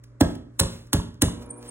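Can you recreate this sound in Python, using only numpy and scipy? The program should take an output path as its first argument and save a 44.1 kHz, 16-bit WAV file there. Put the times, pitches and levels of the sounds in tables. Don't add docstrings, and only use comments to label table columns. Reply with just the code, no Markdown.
import sys
import numpy as np
from scipy import signal
from scipy.fft import rfft, irfft
from scipy.io import wavfile

SR = 44100
rng = np.random.default_rng(int(sys.argv[2]) if len(sys.argv) > 2 else 0)


def wav_record(signal):
    frames = np.transpose(np.atleast_2d(signal))
    bounded = np.clip(frames, -1, 1)
    quanta = np.round(bounded * 32767).astype(np.int16)
    wavfile.write(sys.argv[1], SR, quanta)


N = 74970
T = np.arange(N) / SR


def undb(db):
    return 10 ** (np.asarray(db) / 20)


def unit(x):
    return x / np.sqrt(np.mean(x ** 2))


def colour(x, points):
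    hz, db = np.array(points, float).T
    size = 2 * N
    f = np.maximum(np.fft.rfftfreq(size, 1 / SR), 1)
    gain = unit(undb(np.interp(np.log(f), np.log(hz), db)))
    cepstrum = irfft(np.log(gain))
    cepstrum[1:N] *= 2
    cepstrum[N + 1:] = 0
    return irfft(rfft(x, size) * np.exp(rfft(cepstrum)))[..., :N]


def late(x, delay_s):
    return np.interp(T - delay_s, T, x, left=0)


def from_right(x, lag_s=5 / SR, balance_db=1):
    return np.array([late(x, lag_s) * undb(-balance_db / 2), x * undb(balance_db / 2)])


def diffuse_noise(shared=0.23):
    highpass = signal.butter(1, 400, "high", fs=SR, output="sos")
    own = signal.sosfilt(highpass, rng.standard_normal((2, N)))
    return np.sqrt(shared) * from_right(rng.standard_normal(N)) + np.sqrt(1 - shared) * own


def even_noise(span_s=0.008, passes=4):
    size = 4 * int(span_s * SR / 4)
    x = rng.standard_normal(N)
    for _ in range(passes):
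        frames = signal.stft(x, nperseg=size)[2]
        x = signal.istft(frames / (np.abs(frames) + 1e-18), nperseg=size)[1][:N]
    return unit(x)


def crackle(spread_db=7.5):
    sizes = undb(spread_db * rng.standard_normal(N // 10 + 1))
    return unit(np.repeat(sizes, 10)[:N] * rng.standard_normal(N))


def burst(at, decay_s, rise_s=0.0017, hold_s=0):
    return np.exp(-np.maximum(at - T, 0) / rise_s - np.maximum(T - at - hold_s, 0) / decay_s)


def swell(age, peak_s):
    return (age / peak_s * np.exp(1 - age / peak_s)) ** 2


def glide(hz):
    return np.sin(2 * np.pi * np.cumsum(hz) / SR)


def tones(partials):
    return sum(np.sqrt(2) * undb(db) * np.sin(2 * np.pi * (hz * T + rng.random())) for hz, db in partials)


def ring(modes):
    return sum(undb(db - 60 * T / t60) * np.sin(2 * np.pi * hz * T) for hz, db, t60 in modes)


# (frequency [Hz], level [dB])
MAINS_PARTIALS = [(59.5, -60), (119, -49.5), (292, -64.5), (402, -71.5), (590, -72.5)]
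# (frequency [Hz], relative level [dB])
AIR_SPECTRUM = [(25, -9), (55, 21), (130, -18), (200, 4), (290, 0), (420, -8), (560, -5), (700, -22),
                (1100, -14), (1700, -18), (3000, -36.5), (8000, -36), (16000, -66)]
def room_tone(air_db=-50.5):
    return from_right(tones(MAINS_PARTIALS)) + undb(air_db) * colour(diffuse_noise(), AIR_SPECTRUM)


# (band centre [Hz], level [dB], t60 [s], share common to both channels [0-1])
STUDIO_BANDS = [(28, -59, 0.13, 0.76), (55.6, -29, 0.33, 0.69), (126, -2.5, 0.56, 1), (284, -3, 0.65, 0.75),
                (510, -1, 0.44, 0.41), (790, -6.5, 0.44, 0.1), (1380, -5, 0.45, 0.089),
                (3170, -6.5, 0.41, 1), (6850, -9.5, 0.33, 1), (9800, -13.5, 0.32, 1),
                (15800, -20.5, 0.24, 0.43)]
def studio_reflections(x, build_s=0.006):
    common = rfft(from_right(even_noise(span_s=0.04)))
    own = rfft([even_noise(span_s=0.04) for _ in range(2)])
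    log_f = np.log(np.maximum(np.fft.rfftfreq(N, 1 / SR), 1))
    centres = np.log([row[0] for row in STUDIO_BANDS])
    tail = 0
    for weights, (_, db, t60, shared) in zip(np.eye(len(centres)), STUDIO_BANDS):
        spectrum = np.sqrt(shared) * common + np.sqrt(1 - shared) * own
        band = irfft(spectrum * np.interp(log_f, centres, weights), N)
        fade = undb(-60 * T / t60) * (1 - np.exp(-(T / build_s) ** 2))
        tail = tail + undb(db) * band * fade / np.linalg.norm(fade)
    return signal.fftconvolve(tail, x[None], axes=1)[:, :N]


# (frequency [Hz], level [dB])
MOTOR_PARTIALS = [(241, -51), (291, -55.5), (360, -58), (479, -52.5), (598, -59.5), (721, -65.5),
                  (840, -67), (959, -59.5), (1081, -64.5), (1319, -69.5), (2283, -76), (2401, -71)]
# (frequency [Hz], relative level [dB])
RUMBLE_SPECTRUM = [(60, -71), (250, 4), (500, 0.5), (1000, -10), (1700, -17.5), (3000, -40), (8000, -61),
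                   (16000, -42)]
# (time [s], level [dB])
RUMBLE_SWELL = [(1.3, -49), (1.56, -47.5), (1.68, -49.5)]
def wheel_motor(start_s=1.2, rise_s=0.047):
    running = np.clip((T - start_s) / rise_s, 0, 1)
    rumble_db = np.interp(T, *np.array(RUMBLE_SWELL).T)
    rumble = undb(rumble_db) * colour(diffuse_noise(), RUMBLE_SPECTRUM)
    return running * (from_right(tones(MOTOR_PARTIALS)) + rumble)


# (time [s], length [s], start pitch [Hz], end pitch [Hz], level [dB])
WHEEL_SQUEAKS = [(1.458, 0.011, 9630, 10300, -51), (1.488, 0.017, 10000, 9300, -51),
                 (1.501, .016, 8240, 9340, -29), (1.568, 0.027, 10320, 9660, -46),
                 (1.676, 0.0136, 9830, 8700, -43), (1.686, 0.013, 8930, 8600, -33)]
def wheel_squeaks(wobble_hz=115):
    lowpass = signal.butter(2, 900, fs=SR, output="sos")
    wobble = wobble_hz * unit(signal.sosfilt(lowpass, rng.standard_normal(N)))
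    out = 0
    for at, length, start_hz, end_hz, db in WHEEL_SQUEAKS:
        progress = np.clip((T - at) / length, 0, 1)
        pitch = start_hz + (end_hz - start_hz) * progress + wobble
        out = out + undb(db) * np.sin(np.pi * progress) * glide(pitch)
    return out


# (time [s], level [dB])
WET_TICKS = [(0.039, -45), (0.235, -38), (0.87, -50), (1.142, -53), (1.627, -41.5)]
# (frequency [Hz], relative level [dB])
TICK_SPECTRUM = [(300, -18), (1500, 6.5), (3000, -3), (5000, 4.5), (8500, 0), (13000, -5), (16000, -2.5)]
def finger_ticks():
    envelope = sum(undb(db) * burst(at, decay_s=0.004) for at, db in WET_TICKS)
    return colour(envelope * crackle(), TICK_SPECTRUM)


# (time [s], rise [s], decay [s], level [dB])
SKIN_PEELS = [(0.3, 0.019, 0.035, -50), (0.355, 0.0047, 0.0025, -45), (0.73, 0.053, 0.065, -47.5),
              (1.426, 0.018, 0.014, -49), (1.661, 0.039, 0.3, -50.5)]
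# (frequency [Hz], relative level [dB])
PEEL_SPECTRUM = [(500, 10.5), (3000, 6.5), (6000, 5), (10500, 2), (16000, -2.5)]
def peeling():
    envelope = sum(undb(db) * burst(at, decay, rise) for at, rise, decay, db in SKIN_PEELS)
    return colour(envelope * rng.standard_normal(N), PEEL_SPECTRUM)


# (time [s], pitch [Hz], level [dB])
BAT_KNOCKS = [(0.2378, 1160, -32), (0.632, 995, -28), (0.6638, 1150, -33.5), (0.9978, 973, -29),
              (1.283, 1037, -29.5)]
def bat_knocks(peak_s=0.002):
    envelope = swell(T, peak_s)
    return sum(undb(db) * late(envelope * np.sin(2 * np.pi * hz * T), at) for at, hz, db in BAT_KNOCKS)


# (time [s], decay [s], level [dB])
CLAY_SQUASHES = [(0.211, 0.0089, -18), (0.607, 0.013, -24.5), (0.664, 0.0041, -39.5),
                 (0.946, 0.0074, -24.5), (1.23, 0.0098, -23.5)]
# (frequency [Hz], relative level [dB])
SQUASH_SPECTRUM = [(150, -15), (400, 1.5), (580, 0.5), (800, -9.5), (1200, -12), (1800, -12.5),
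                   (2800, -25.5), (16000, -65)]
def squashes():
    envelope = sum(undb(db) * burst(at, decay) for at, decay, db in CLAY_SQUASHES)
    return colour(envelope * even_noise(), SQUASH_SPECTRUM)


# (time [s], level [dB])
WHEEL_REBOUNDS = [(0.2605, -15), (0.6525, -18.5), (0.9881, -15), (1.2764, -16)]
def wheel_rebounds(hz=86, width_s=0.004):
    return sum(undb(db) * np.exp(-((T - at) / width_s) ** 2) * np.cos(2 * np.pi * hz * (T - at))
               for at, db in WHEEL_REBOUNDS)


# (frequency [Hz], relative level [dB], t60 [s])
BAT_RESONANCES = [(558, -30.5, .36), (694, -27.5, 0.21), (960, -32, 0.28), (1140, -37.5, 0.11),
                  (1294, -34.5, 0.45), (1620, -27, 0.24)]
def bat_ring(at):
    return late(ring(BAT_RESONANCES), at)


# (frequency [Hz], relative level [dB], t60 [s])
WHEEL_RESONANCES = [(54.95, -35, 0.56), (82.4, -27, 0.39), (108, -41, 0.11), (176.85, -24.5, 0.26),
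                    (233, -32.5, 0.38), (287.2, -33.5, 0.16), (395, -32, 0.14)]
def wheel_thud(at, start_hz=134, end_hz=90, sag_s=0.0097, peak_s=0.00929, ring_db=18):
    pitch = end_hz + (start_hz - end_hz) * np.exp(-T / sag_s)
    push = swell(T, peak_s) * glide(pitch)
    ringing = undb(ring_db) * late(ring(WHEEL_RESONANCES), peak_s)
    return late(push + ringing, at)


def air_pop(at, hz, overshoot=0.96, sag_s=0.0015, peak_s=0.0055):
    age = np.maximum(T - at, 0)
    pitch = hz * (1 + overshoot * np.exp(-age / sag_s))
    return -swell(age, peak_s) * glide(pitch * (age > 0))


# (frequency [Hz], relative level [dB])
SMACK_SPECTRUM = [(100, -15), (300, 7.5), (650, 3.5), (950, 0.5), (1300, -4), (1800, -3), (2600, -10),
                  (6000, -3.5), (16000, -55.5)]
def palm_smack(at, hz, lag_s=0.00026):
    noise = signal.lfilter(*signal.iirpeak(hz, Q=1, fs=SR), even_noise())
    return burst(at + lag_s, decay_s=0.0044) * unit(colour(noise, SMACK_SPECTRUM))


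# (frequency [Hz], relative level [dB])
CRACK_SPECTRUM = [(200, -57), (900, -14.5), (1900, -15), (2600, 2.5), (3500, 8), (5200, 3.5), (7500, 8),
                  (10000, 10.5), (13000, 1.5), (16000, 5)]
def skin_crack(at, crack_db, contact_s, snap_db):
    snap = undb(snap_db) * signal.unit_impulse(N, int(at * SR))
    envelope = undb(crack_db) * burst(at, decay_s=0.0023, rise_s=0.0018, hold_s=contact_s)
    return colour(snap + envelope * crackle(), CRACK_SPECTRUM)


# (time [s], crack level [dB], contact [s], snap level [dB], smack level [dB],
# smack pitch [Hz], pop level [dB], pop pitch [Hz], pop delay [s], thud level [dB], thud delay [s])
HAND_SLAPS = [(0.2098, -13, 0.00024, -17, -17.5, 993, -4.5, 271, 0.00054, -14.5, 0.0042),
              (0.5971, -8, 0.0027, -10, -21, 1370, -23.5, 234.4, 0.0068, -16.5, 0.0074),
              (0.9317, -18.5, 0.0058, 6.5, -22, 1366, -14, 261.5, 0.00396, -15.5, 0.0077),
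              (1.2199, -14, 0.0033, 9, -20.5, 2380, -10.5, 262.6, 0.00382, -15.5, 0.00756)]
def slaps():
    skin = pops = thuds = bat = 0
    for (at, crack_db, contact_s, snap_db, smack_db, smack_hz,
         pop_db, pop_hz, pop_delay, thud_db, thud_delay) in HAND_SLAPS:
        skin += skin_crack(at, crack_db, contact_s, snap_db) + undb(smack_db) * palm_smack(at, smack_hz)
        pops += undb(pop_db) * air_pop(at + pop_delay, pop_hz)
        thuds += undb(thud_db) * wheel_thud(at + thud_delay)
        bat += undb(pop_db) * bat_ring(at)
    return skin, pops, thuds, bat


def scene(pop_pan_db=2.2):
    background = room_tone() + wheel_motor()
    squeaks = wheel_squeaks()
    skin, pops, thuds, bat = slaps()
    clay = finger_ticks() + peeling() + bat_knocks() + squashes() + skin
    wheel = wheel_rebounds() + thuds
    pop_pan = undb([[-pop_pan_db / 2], [pop_pan_db / 2]])
    direct = from_right(squeaks + bat + wheel + clay) + pop_pan * from_right(pops)
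    into_room = undb(2.5) * squeaks + undb(-3) * wheel + undb(-6) * pops + clay
    return background + studio_reflections(into_room) + direct


def record(dry, low_hz=34, top_hz=16000, ceiling=0.82):
    low_cut = signal.butter(3, low_hz, "high", fs=SR, output="sos")
    top_cut = signal.ellip(8, .2, 70, top_hz, fs=SR, output="sos")
    filtered = signal.sosfilt(top_cut, signal.sosfilt(low_cut, dry))
    return signal.sosfilt(top_cut, np.clip(filtered, -ceiling, ceiling))


dry = scene()
out = record(dry)
wav_record(out)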